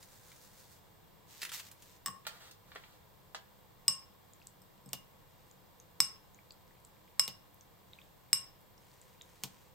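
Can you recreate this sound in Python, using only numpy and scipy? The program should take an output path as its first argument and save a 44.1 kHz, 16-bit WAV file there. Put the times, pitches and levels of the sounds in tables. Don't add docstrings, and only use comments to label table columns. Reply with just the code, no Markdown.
import sys
import numpy as np
from scipy import signal
from scipy.fft import rfft, irfft
from scipy.io import wavfile
from scipy.ndimage import uniform_filter1d

SR = 44100
rng = np.random.default_rng(int(sys.argv[2]) if len(sys.argv) > 2 else 0)


def wav_record(signal):
    frames = np.transpose(np.atleast_2d(signal))
    bounded = np.clip(frames, -1, 1)
    quanta = np.round(bounded * 32767).astype(np.int16)
    wavfile.write(sys.argv[1], SR, quanta)


N = 429534
CUTOFF_HZ = 15800

# start in
# seconds, spot hit, ring level in dB, ring tilt in dB per octave, clack level in dB, clack tilt in dB
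# per octave, thud level in dB. Levels in all tables are relative.
BLOWS = [(2.0606, "rim", -29.5, 2.5, -29, 5, -64), (2.0727, "rim", -37, 0.5, -42, 2, -54),
         (2.0825, "rim", -45, -4.5, -38, 5, -54), (3.8808, "wall", -16.5, -2, -15, 2.3, -52),
         (4.6187, "wall", -65.5, 4, -69, 19, -67), (4.8603, "wall", -65, 15, -70, 19, -51.5),
         (4.9319, "bottom", -36.5, 1.5, -25.5, 8, -51.5), (6.0032, "wall", -16, 1, -10.5, -0.5, -51),
         (7.1954, "wall", -17, -0.3, -12.5, -0.5, -62.5), (7.2784, "bottom", -40.5, 2.5, -26.5, 1.5, -54),
         (8.33, "wall", -15, 2, -12.5, -0.5, -57.5), (9.4359, "bottom", -54, -4, -23.5, 4.5, -49)]


def bowl_ring():
    # pitch in Hz, level in dB, seconds to fade by 60 dB (called t60).
    bends = [
        [(1078, -12, .42), (1125, -1.5, .05), (1850, -2, .014)],
        [(2840, -15, .3), (2873, 2, .028)],
        [(5020, -7, .02), (5178, -3, .035), (5184, -23, .16), (5244, 3.5, .022), (5600, -2, .012)],
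        [(7257, -16.5, .04), (8110, 1.5, .025), (8210, -17, .04)],
        [(11435, -1, .04), (12600, -7, .022), (12885, -8.5, .025)],
        [(15120, -2.5, .028)],
    ]
    bend_db_at = {"rim": (1, -11.5, -5.5, -0.5, -18, -7), "wall": (-23, -14.5, 0, -1, -13, -24),
                  "bottom": (-11, 2, -7, -13, -13, -12)}
    # pitch in Hz, level in dB, t60 in seconds.
    counter_tones = [(130, -3.5, 0.19), (180, 3, 0.076), (270, -3, 0.063), (480, -6.5, 0.059),
                     (813, -9, 0.064)]
    scatter_db = 1.5
    out = np.zeros((2, N))
    thud = struck(counter_tones, tilt_db=0, spread=.35)
    for start, spot, ring_db, tilt_db, _, _, thud_db in BLOWS:
        tones = [(hz, db + bend_db + scatter_db * rng.standard_normal(), t60)
                 for bend, bend_db in zip(bends, bend_db_at[spot]) for hz, db, t60 in bend]
        add(out, start, from_db(ring_db) * struck(tones, tilt_db, spread=.38))
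        add(out, start, from_db(thud_db) * thud)
        add(out, start + 0.015, from_db(thud_db - 1.5) * thud)
    return out * from_db([[.7], [-.7]])


def spoon_clack():
    # pitch in Hz, level in dB, t60 in seconds.
    steel_tones = [(1180, -13, 0.0072), (2223, -6.5, 0.0068), (2830, -7.5, 0.0015), (3590, -9.5, .008),
                   (4270, -6, .005), (5905, -1.5, 0.0026), (7315, -7, 0.0077), (8810, -5.5, 0.004),
                   (12300, -18.5, 0.0036), (13400, -13, 0.0072), (14200, -15, 0.0082)]
    grit_t60_at = {"rim": 0.07, "wall": 0.01, "bottom": 0.079}
    # frequency in Hz, level in dB.
    grit = [(200, -4.5), (1000, 4.0), (1600, -11), (3200, 3), (7000, -0.5), (10500, -10.5),
            (13500, -3.0), (16000, -8.5)]
    out = np.zeros((2, N))
    for start, spot, _, _, clack_db, tilt_db, _ in BLOWS:
        add(out, start, from_db(clack_db) * struck(steel_tones, tilt_db, spread=0.39))
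        add(out, start, from_db(clack_db - 13) * burst(grit, grit_t60_at[spot]))
    return out


def pop(hz, cycles, rise, snap_db):
    t = np.arange(SR // 30) / SR
    age = t * hz / cycles
    tone = np.sin(2 * np.pi * hz * t * (1 + rise * np.minimum(age, 1)))
    loudness = from_db(-60 * age) * (1 - np.exp(-t * hz)) ** 3
    snap = rng.standard_normal(len(t)) * np.exp(-t / 0.00023)
    return tone * loudness + from_db(snap_db) * cut(snap, [min(.7 * hz, 10000), 1.4 * hz], "band")


def marinade():
    # start in seconds, level in dB, pitch in Hz.
    bubbles = [(4.335, -42.5, 6950), (4.4169, -50, 2560), (4.4706, -33, 7630), (4.8908, -41, 7800),
               (5.5127, -43, 7000), (5.8002, -39, 6300), (6.346, -44.5, 6670), (6.3887, -48.5, 2260),
               (6.5075, -37, 4650), (6.521, -41.5, 7500), (6.8492, -40.5, 7500), (7.5442, -41.5, 13300),
               (7.6096, -40.5, 5850), (7.9333, -39, 3740), (7.9877, -42, 2420), (8.0162, -45.5, 3550),
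               (8.7792, -49, 5460), (9.0153, -41, 7070), (9.212, -37.5, 3650), (9.2196, -38.5, 7000)]
    stir_start_s, stir_length_s, cluster_s = 4.0, 5.6, 0.078
    out = np.zeros(N)
    for start, db, hz in bubbles:
        add(out, start, from_db(db + 3) * pop(hz, cycles=24, rise=0.06, snap_db=-5))
        add(out, start + 0.0013, from_db(db - 9) * pop(0.55 * hz, cycles=13, rise=0.092, snap_db=-16))
    for when, pitch, size, *delays in rng.random((120, 6)):
        start = stir_start_s + stir_length_s * when
        for delay in delays:
            hz = min(1800 * 7 ** pitch * (1 + 0.32 * delay), CUTOFF_HZ)
            db = -63.5 + 16.5 * size ** 2 - 8 * delay
            add(out, start + cluster_s * delay, from_db(db) * pop(hz, cycles=13, rise=.04, snap_db=-2.5))
    return place(out, pan_db=0.5, lag=0)


def squelch():
    # start in seconds, length in seconds, level in dB.
    pushes = [(4.25, 0.22, -88), (5.25, 0.26, -81.5), (6.35, 0.22, -85), (7.85, 0.23, -78.5),
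              (8.75, 0.38, -73.5), (9.18, 0.48, -72.5)]
    # frequency in Hz, level in dB.
    wet_colour = [(700, -15.5), (2000, 2.5), (3700, -2.5), (7500, -1), (15000, -16.5)]
    tearing = colour(grainy(rng.standard_normal(N), rough_db=7), wet_colour)
    return place(strokes(pushes, swell=0.23, release_t60=0.26) * tearing, pan_db=1.5, lag=0)


def sesame_pour():
    # start in seconds, length in seconds, level in dB.
    pour = [(0.0, 0.71, -62.5)]
    # frequency in Hz, level in dB.
    seed_colour = [(880, -13), (1500, 1), (3030, -7), (3690, -1.5), (7460, -0.5), (10000, -5.5),
                   (13900, -5.5), (16000, -3)]
    first_shake_s, shake_period_s, shake_db = 0.14, 0.152, 2.5
    t = np.arange(N) / SR
    shake = from_db(shake_db * np.cos(2 * np.pi * (t - first_shake_s) / shake_period_s))
    sliding = colour(grainy(stereo_noise(0.51), rough_db=5.2), seed_colour)
    return shake * strokes(pour, swell=0.0067, release_t60=0.57) * sliding


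def packet_crinkle():
    # start in seconds, level in dB, pitch in Hz.
    creases = [(0.0275, -42, 7650), (0.317, -45.5, 2300), (0.361, -48, 7150), (1.4178, -25.5, 4010),
               (1.4299, -24.5, 2000), (1.4509, -26.5, 2030), (1.4925, -32, 3490), (1.5182, -30, 1740),
               (1.544, -31.5, 3300), (1.5971, -32, 2550), (1.714, -38.5, 13400), (1.8224, -43, 10600)]
    # start in seconds, length in seconds, level in dB.
    flexes = [(1.26, .15, -55.5), (1.405, .03, -53), (1.512, 0.046, -40), (1.56, 0.043, -46.5),
              (1.61, 0.078, -55.5), (1.75, 0.22, -62)]
    # frequency in Hz, level in dB.
    rustle_colour = [(530, -33), (900, -13), (1310, -11.5), (2020, -8), (3000, -7), (3910, -6),
                     (7680, -6.5), (10000, -15), (14000, -8), (16000, -15)]
    snaps = np.zeros(N)
    for start, db, hz in creases:
        snap_colour = [(600, -24), (min(hz, 2000) * 0.62, -6), (hz, 0), (hz * 2, -8), (30000, -14)]
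        add(snaps, start, from_db(db - 9.5) * burst(snap_colour, t60=0.06))
    grains = colour(grainy(stereo_noise(0.51), rough_db=5.2), rustle_colour)
    rustle = from_db(-2.5) * strokes(flexes, swell=0.4, release_t60=0.046) * grains
    return place(snaps, pan_db=-0.8, lag=1) + rustle


def packet_put_down():
    # start in seconds, level in dB, low and high filter edges in Hz.
    knocks = [(2.251, -40.5, 1230, 4050), (2.2674, -28.5, 600, 18000), (2.511, -42, 3060, 15000),
              (2.718, -44, 700, 4000), (2.75, -46, 900, 13000), (2.758, -30, 200, 2600),
              (2.837, -43.5, 700, 3880), (3.347, -31.5, 350, 7600)]
    # start in seconds, length in seconds, level in dB.
    drags = [(2.3, 0.07, -53.5), (2.4, 0.079, -52.5), (2.65, 0.3, -62)]
    # frequency in Hz, level in dB.
    contact_colour = [(200, -26), (500, -3), (1500, 4), (2500, -3.5), (3900, 1.5), (5200, -5), (8000, -6),
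                      (11000, -16.5), (15500, -5.5)]
    rubbing = cut(colour(rng.standard_normal(N), contact_colour), 16000, "low", order=1)
    out = from_db(-6) * strokes(drags, swell=0.083, release_t60=0.2) * rubbing
    for start, db, low_hz, high_hz in knocks:
        knock = cut(burst(contact_colour, t60=0.033), [low_hz, high_hz], "band")
        add(out, start, from_db(db - 2.5) * knock)
    return place(out, pan_db=-1.0, lag=4)


def kitchen(x, wet_db, early_db):
    # frequency in Hz, t60 in seconds.
    room_t60 = [(150, 0.34), (800, 0.57), (2500, 0.37), (5500, 0.28), (9000, 0.22), (15000, .2)]
    t = np.arange(SR // 2) / SR
    edges = np.geomspace(70, 18000, 11)
    tail = 0
    for low, high in zip(edges, edges[1:]):
        band = cut(rng.standard_normal((2, len(t))), [low, high], "band")
        tail = tail + band * from_db(-60 * t / at_hz(room_t60, np.sqrt(low * high)))
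    fade_in = np.clip(t / 0.0013 - .5, 0, 1)
    early_boost = 1 + from_db(early_db) * np.exp(-t / 0.024)
    response = rfft(tail * fade_in * early_boost)
    power = uniform_filter1d(np.abs(response) ** 2, size=60)
    echoes = irfft(response / np.sqrt(power + 1e-9))[:, :SR * 2 // 5]
    return x + from_db(wet_db) * signal.fftconvolve(x, echoes, axes=1)[:, :N]


def hum_and_hiss():
    # frequency in Hz, level in dB.
    hum_colour = [(13, -31.5), (22, -1.5), (32, -3), (50, -8), (86, 0.5), (200, -2), (248, -14), (291, -8),
                  (400, -10), (517, -4.5), (555, -9.5), (795, -9.5), (1020, -7.5), (1600, -24.5),
                  (2080, -45), (3520, -120)]
    hiss_colour = [(940, -26), (1600, -3), (2400, -5.5), (2590, -12), (2800, -3), (3020, -11), (3200, -4.5),
                   (4530, -8.5), (6470, -13.5), (7550, -9.5), (10200, -16.5), (12500, -11.5), (13800, -3),
                   (16000, -12.5)]
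    hum = from_db(-62.5) * colour(stereo_noise(0.16), hum_colour)
    hiss = from_db(-67) * colour(stereo_noise(0.25), hiss_colour)
    return hum + hiss


def struck(tones, tilt_db, spread):
    t = np.arange(SR // 2) / SR
    out = np.zeros((2, len(t)))
    for k, (hz, db, t60) in enumerate(tones):
        phase = spread * (-1) ** (k // 2) * np.array([[1], [-1]])
        loudness = from_db(db + tilt_db * np.log2(hz / 5000) - 60 * t / t60)
        out += (-1) ** k * loudness * np.sin(2 * np.pi * hz * t + phase)
    return out


def burst(spectrum, t60):
    t = np.arange(SR // 8) / SR
    return colour(rng.standard_normal(len(t)), spectrum) * from_db(-60 * t / t60)


def strokes(rows, swell, release_t60):
    t = np.arange(N) / SR
    loudness = np.zeros(N)
    for start, length, db in rows:
        rise = np.clip((t - start) / (swell * length), 0, 1)
        loudness += rise * from_db(db - 60 * np.maximum(t - start - length, 0) / release_t60)
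    return loudness


def grainy(noise, rough_db):
    return noise * from_db(rough_db * np.minimum(rng.exponential(1, N), 5))


def stereo_noise(alike):
    mid, side = rng.standard_normal((2, N))
    return np.sqrt(1 + alike) * mid + np.sqrt(1 - alike) * side * [[1], [-1]]


def colour(x, spectrum):
    gains = from_db(at_hz(spectrum, np.fft.rfftfreq(x.shape[-1], 1 / SR)))
    shaped = irfft(rfft(x) * gains, x.shape[-1])
    return shaped / np.sqrt(np.mean(shaped ** 2) + 1e-20)


def at_hz(points, hz):
    frequencies, values = np.transpose(points)
    return np.interp(np.log(hz + 1e-9), np.log(frequencies), values)


def cut(x, hz, kind, order=2):
    return signal.sosfilt(signal.butter(order, np.clip(hz, 10, .45 * SR), kind, fs=SR, output="sos"), x)


def from_db(db):
    return 10 ** (np.asarray(db) / 20)


def add(track, start, sound):
    at = int(np.clip(round(start * SR), 0, N))
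    track[..., at:at + sound.shape[-1]] += sound[..., :N - at]


def place(x, pan_db, lag):
    n = np.arange(N)
    return np.array([np.interp(n - lag, n, x), x]) * from_db([[pan_db / 2], [-pan_db / 2]])


def scene():
    ring = kitchen(bowl_ring(), wet_db=-6, early_db=-4)
    clack = kitchen(spoon_clack(), wet_db=-11.5, early_db=-7.5)
    stirring = from_db(2) * kitchen(marinade() + squelch(), wet_db=-7.5, early_db=6.5)
    pouring = kitchen(sesame_pour() + packet_crinkle(), wet_db=-6.5, early_db=-8)
    put_down = kitchen(packet_put_down(), wet_db=-0.5, early_db=12.5)
    return ring + clack + stirring + pouring + put_down + hum_and_hiss()


def record(dry):
    ceiling = .4
    rounded = ceiling * np.tanh(dry / ceiling)
    return signal.sosfilt(signal.ellip(10, .1, 80, CUTOFF_HZ, fs=SR, output="sos"), rounded)


dry = scene()
out = record(dry)
wav_record(out)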